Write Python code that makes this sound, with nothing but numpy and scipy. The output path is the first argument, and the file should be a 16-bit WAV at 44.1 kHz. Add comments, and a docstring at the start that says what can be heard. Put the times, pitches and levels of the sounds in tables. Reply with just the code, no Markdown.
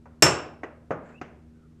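"""Driving a hoop onto a wooden bucket

A cooper's hard hammer blow sums damped modes of steel driver and bucket with bursts of filtered noise, and
overloads the microphone. Light knocks before and after it, as the bucket is turned and the driver set on the
hoop, are short resonant noise with faint bucket modes. Rubbing is a noise swell and gliding narrow-band squeaks.
Decaying noise gives the small workshop's echoes; wavering sines give a motor hum over quiet coloured noise.
"""
import sys
import numpy as np
from scipy import signal
from scipy.fft import rfft, irfft, next_fast_len
from scipy.io import wavfile
from scipy.ndimage import map_coordinates

SR = 44100
rng = np.random.default_rng(int(sys.argv[2]) if len(sys.argv) > 2 else 0)


def persist_wave(psi):
    """Save psi, clipped to +-1, as 16-bit WAV."""
    counts = np.round(np.clip(psi, -1, 1) * 32767).astype(np.int16)
    wavfile.write(sys.argv[1], SR, np.atleast_2d(counts).T)


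N = 79380  # samples, 1.8 s

# Modes of hammer and driver: (f/Hz, relative level/dB, t60/s)
STEEL_MODES = [(2795, -27, .24), (4963, -27, .2), (5400, -12, .14), (7437, -14, .07), (7535, -19, .16),
               (7591, -12, .07), (5440, -17, .06), (5818, -23, .1), (6562, -29, .14), (8742, -36, .16),
               (9286, -35, .17), (10940, -33, .09), (12370, -30, .09)]
# Modes of the bucket with its hoop: (f/Hz, relative level/dB, t60/s)
BUCKET_MODES = [(85, -30.5, .55), (126, -23, .35), (154, -20, .3), (303.2, -26, .25), (359, -25, 0.42),
                (423, -17, 0.1), (578, -28.5, .4), (622.6, -27, .45), (737, -29.5, 0.25),
                (1216, -31.5, 0.54), (1497, -25, .3), (1561, -23, .2), (1787, -24.5, .15)]
# Spectrum of steel meeting steel: (f/Hz, relative level per Hz/dB)
SNAP_SPECTRUM = [(1000, -9.5), (5000, -3.5), (7500, 0.5), (10000, -8.5), (13500, -1)]
# Spectrum of the dense clatter of staves and hoop: (f/Hz, relative level per Hz/dB)
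CRACK_SPECTRUM = [(40, -26.5), (130, -14), (220, -13), (400, 2.5), (1200, -2), (2700, -2.5), (4000, -16.5),
                  (5500, -5.5), (7600, -10), (9500, -24), (13000, -27.5)]
# Spectrum of that clatter as the walls return it: (f/Hz, relative level per Hz/dB)
WASH_SPECTRUM = [(35, -28), (60, -18), (125, -2), (220, -10), (350, 0), (1200, -2), (1550, -2.5),
                 (2000, -10), (2700, -4), (3300, -14), (4400, -17), (5100, -12), (5420, -3.5), (5800, -11),
                 (7100, -10), (7550, -2), (8100, -14), (9200, -16), (10800, -27), (12400, -17.5),
                 (14000, -39.5)]
# Light knocks on the bucket: (t/s, level/dB, low edge f/Hz, high edge f/Hz, body resonance f/Hz,
# clack resonance f/Hz, t60/s, metal tick relative level/dB, echo relative level/dB)
KNOCK_EVENTS = [(.056, -43.5, 500, 1599, 960, 1200, .07, -32, -12.5),
                (.633, -26.5, 282.4, 2030, 397, 1920, 0.078, -31, -16),
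                (0.9063, -20, 110, 1630, 565, 1333, 0.11, -38, -12.5),
                (1.2133, -28.5, 121, 2400, 335, 1290, 0.055, -23, -14.5)]
# Spectrum of the wooden contact: (f/Hz, relative level per Hz/dB)
KNOCK_SPECTRUM = [(100, 1), (155, 3.5), (210, 4), (350, 2.5), (600, 5), (900, -2.5), (1300, -3), (1800, -5),
                  (2700, -3.5), (3800, -11)]
# Spectrum of the metal tick: (f/Hz, relative level per Hz/dB)
TICK_SPECTRUM = [(2000, -11), (4000, 0), (6500, 7), (7700, -4), (9000, -29), (13000, -17)]
# Spectrum of the driver sliding along the hoop: (f/Hz, relative level per Hz/dB)
RUB_SPECTRUM = [(300, -7), (700, 5.5), (1400, 9.5), (2400, -2), (3800, -18.5), (6000, -23), (7500, -10.5),
                (9000, -41)]
# Faint rubbing squeaks: (start t/s, end t/s, first f/Hz, last f/Hz, level/dB)
SQUEAKS = [(1.11, 1.2, 2330, 2840, -58), (1.51, 1.68, 1570, 1290, -70)]
# Reverberation time of the workshop: (f/Hz, t60/s)
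ROOM_T60 = [(80, .7), (300, 0.67), (1200, 0.51), (2700, 0.45), (4500, .38), (7500, 0.3), (12000, 0.16)]
# Lines of the motor hum: (f/Hz, rms level/dB)
HUM_LINES = [(75, -58.5), (156.5, -60), (237, -57.5), (317, -68), (394, -72.5)]
# Spectrum of the workshop background: (f/Hz, relative level per Hz/dB)
AIR_SPECTRUM = [(25, -9), (45, -15), (75, 0), (110, -3), (200, -12.5), (300, -11), (450, -17), (800, -29.5),
                (1400, -31.5), (3000, -40), (8000, -45), (14000, -55.5)]

# The blow: times in s, levels in dB
BLOW_S = .223
SNAP_DB, SNAP_T60_S = -6.5, .017
CRACK_DB, CRACK_T60_S = -5.5, .075
STEEL_DB, BUCKET_DB = 3, 1.5  # gains on the mode levels
WASH_DB, STEEL_ROOM_DB = -14, -14
# The driver seats again: delay, level relative to the crack, corner of the treble loss
REBOUND_DELAY_S, REBOUND_DB, REBOUND_CORNER_HZ = .0385, -13.5, 2940

# The knocks: resonance peaks are relative to the contact spectrum, widths are half-widths
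BODY_DB, BODY_WIDTH_HZ = 2, 70
CLACK_DB, CLACK_WIDTH_HZ = 3, 90
KNOCK_RISE_S, KNOCK_RING_DB = .0011, -2.5

# The rubbing: middle, time from the middle to 1/e, level before flutter
RUB_S, RUB_LENGTH_S, RUB_DB = 1.1, .059, -55.5
RUB_FLUTTER_DB, RUB_FLUTTER_PER_S = 1.3, 120
SQUEAK_KNOTS_PER_S = 220  # rate of the random modulation that roughens a squeak

ROOM_BUILD_S = .012
HUM_WAVER, HUM_WAVER_PER_S = .2, 8  # fraction of the line, random knots per second
AIR_DB = -57.5
CLIP_TOP, CLIP_HARDNESS = .8, 4  # ceiling in full scale, sharpness of the knee
TOP_HZ = 14000


def amp(db):
    """Level: an amplitude ratio is 10 to the power dB/20."""
    return 10 ** (np.asarray(db) / 20)


def unit(x):
    """Normalisation: division by the root mean square gives rms 1."""
    return x / np.sqrt(np.mean(x ** 2) + 1e-20)


def along(points, hz):
    """Interpolation: (Hz, value) points are joined linearly on a logarithmic frequency axis."""
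    f, value = np.transpose(points)
    return np.interp(np.log(hz + 1), np.log(f + 1), value)


def filtered(x, response):
    """Linear filtering: the spectrum of x is multiplied by a response of frequency."""
    m = next_fast_len(N + SR // 2)  # padding keeps the filter's tail from wrapping round
    spectrum = rfft(x, m) * response(np.fft.rfftfreq(m, 1 / SR))
    return irfft(spectrum, m)[:N]


def noise(spectrum, shape=lambda hz: 1):
    """Coloured noise: white noise filtered to a given spectrum and scaled to rms 1."""
    white = rng.standard_normal(N)
    return unit(filtered(white, lambda hz: amp(along(spectrum, hz)) * shape(hz)))


def wobble(rate):
    """Slow random modulation: a smooth curve runs through random knots, rate of them per second."""
    knots = rng.standard_normal(N // 8)
    return map_coordinates(knots, [np.arange(N) * rate / SR], mode="wrap")


def since(s):
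    """Elapsed time: seconds since s, zero before it."""
    return np.maximum(np.arange(N) / SR - s, 0)


def fall(t, t60, rise):
    """Exponential decay: a quick rise precedes a loss of 60 dB in t60."""
    decay = np.exp(-np.log(1000) * t / t60)
    return decay * (1 - np.exp(-t / rise))


def ring(modes, t, rise):
    """Modal superposition: an impact sets damped sinusoids going together in random phase."""
    out = np.zeros(N)
    phases = rng.uniform(0, 2 * np.pi, len(modes))
    for (hz, db, t60), phase in zip(modes, phases):
        out += amp(db) * fall(t, t60, rise) * np.sin(2 * np.pi * hz * t + phase)
    return out


def echoes(x, s):
    """Diffuse reverberation: steady noise from time s builds up, then decays at each frequency's own t60."""
    hz, t, bands = signal.stft(x, SR, nperseg=256)
    t60 = along(ROOM_T60, hz)[:, None]
    decay = fall(np.maximum(t - s, 0), t60, ROOM_BUILD_S)
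    return signal.istft(bands * decay, SR, nperseg=256)[1][:N] * (since(s) > 0)


def room(x):
    """Convolution: the workshop answers x with a noise-like impulse response of unit energy."""
    tail = echoes(rng.standard_normal(N), 0)
    return signal.fftconvolve(x, tail / np.linalg.norm(tail))[:N]


def blow():
    """Impact excitation: short noise bursts start with the modes of steel and wood, and the walls answer."""
    t = since(BLOW_S)
    snap = amp(SNAP_DB) * noise(SNAP_SPECTRUM) * fall(t, SNAP_T60_S, rise=.00027)
    crack = amp(CRACK_DB) * noise(CRACK_SPECTRUM) * fall(t, CRACK_T60_S, rise=.001)
    dull = noise(CRACK_SPECTRUM, lambda hz: 1 / np.hypot(1, hz / REBOUND_CORNER_HZ))
    rebound_fall = fall(since(BLOW_S + REBOUND_DELAY_S), t60=.14, rise=.001)
    rebound = amp(CRACK_DB + REBOUND_DB) * dull * rebound_fall
    steel = amp(STEEL_DB) * ring(STEEL_MODES, t, rise=.0008)
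    bucket = amp(BUCKET_DB) * ring(BUCKET_MODES, t, rise=.0024)
    wash = amp(WASH_DB) * echoes(noise(WASH_SPECTRUM), BLOW_S)
    steel_echo = amp(STEEL_ROOM_DB) * room(steel)
    return snap + crack + rebound + steel + bucket + wash + steel_echo


def knocks():
    """Soft contact: band-limited noise excites two wood resonances and the bucket's modes, with a metal tick."""
    out = np.zeros(N)
    for s, db, low_hz, high_hz, body_hz, clack_hz, t60, tick_db, room_db in KNOCK_EVENTS:
        t = since(s)

        def contact(hz):
            """Band-pass response: both ends of the spectrum roll off beyond the contact's edges."""
            low_cut = 1 + (low_hz / (hz + 1)) ** 6
            high_cut = 1 + (hz / high_hz) ** 8
            return 1 / np.sqrt(low_cut * high_cut)

        def wood(hz):
            """Resonance: two peaks, body and clack, stand on the contact's response."""
            body = amp(BODY_DB) / (1 + ((hz - body_hz) / BODY_WIDTH_HZ) ** 2)
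            clack = amp(CLACK_DB) / (1 + ((hz - clack_hz) / CLACK_WIDTH_HZ) ** 2)
            return contact(hz) * (1 + body + clack)

        def knock(shape):
            """Superposition: wooden contact noise plus the metal tick."""
            return noise(KNOCK_SPECTRUM, shape) + amp(tick_db) * noise(TICK_SPECTRUM)

        thud = knock(wood) * fall(t, t60, KNOCK_RISE_S)
        modes = amp(KNOCK_RING_DB) * filtered(ring(BUCKET_MODES, t, rise=.00059), contact)
        echo = amp(room_db) * echoes(knock(contact), s)
        out += amp(db) * (thud + modes + echo)
    return out


def rub():
    """Sliding friction: coloured noise swells and fades with a Gaussian envelope and a fast level flutter."""
    swell = np.exp(-((since(0) - RUB_S) / RUB_LENGTH_S) ** 2)
    flutter = amp(RUB_FLUTTER_DB * wobble(RUB_FLUTTER_PER_S))
    return amp(RUB_DB) * noise(RUB_SPECTRUM) * swell * flutter


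def scrape():
    """Frictional squeak: random modulation of a gliding carrier gives a rough, narrow-band tone."""
    out = np.zeros(N)
    for start, end, first_hz, last_hz, db in SQUEAKS:
        progress = np.clip(since(start) / (end - start), 0, 1)
        glide_hz = first_hz + (last_hz - first_hz) * progress
        phase = 2 * np.pi * np.cumsum(glide_hz) / SR
        in_phase = wobble(SQUEAK_KNOTS_PER_S) * np.sin(phase)
        quadrature = wobble(SQUEAK_KNOTS_PER_S) * np.cos(phase)
        swell = np.abs(np.sin(np.pi * progress ** 2.5)) ** .5  # fullest about three quarters through
        out += amp(db) * unit(in_phase + quadrature) * swell
    return out


def motor_hum():
    """Modulated line spectrum: each sine wavers at random in amplitude and phase."""
    out = np.zeros(N)
    for hz, db in HUM_LINES:
        phase = 2 * np.pi * hz * since(0)
        waver = wobble(HUM_WAVER_PER_S) * np.cos(phase) + wobble(HUM_WAVER_PER_S) * np.sin(phase)
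        out += amp(db) * unit(np.sin(phase) + HUM_WAVER * waver)
    return out


def air():
    """Stationary background: steady coloured noise fills the workshop."""
    return amp(AIR_DB) * noise(AIR_SPECTRUM)


def scene():
    """Superposition: the pressures of all sources add at the microphone."""
    return (blow() + knocks() + rub() + scrape() + motor_hum() + air())[None]


def record(dry):
    """Saturation and band limit: peaks bend towards a ceiling, then a steep low-pass removes the top."""
    overload = np.abs(dry[0] / CLIP_TOP) ** CLIP_HARDNESS
    x = dry[0] / (1 + overload) ** (1 / CLIP_HARDNESS)
    return filtered(x, lambda hz: 1 / np.hypot(1, (hz / TOP_HZ) ** 70))[None]


dry = scene()
out = record(dry)
persist_wave(out)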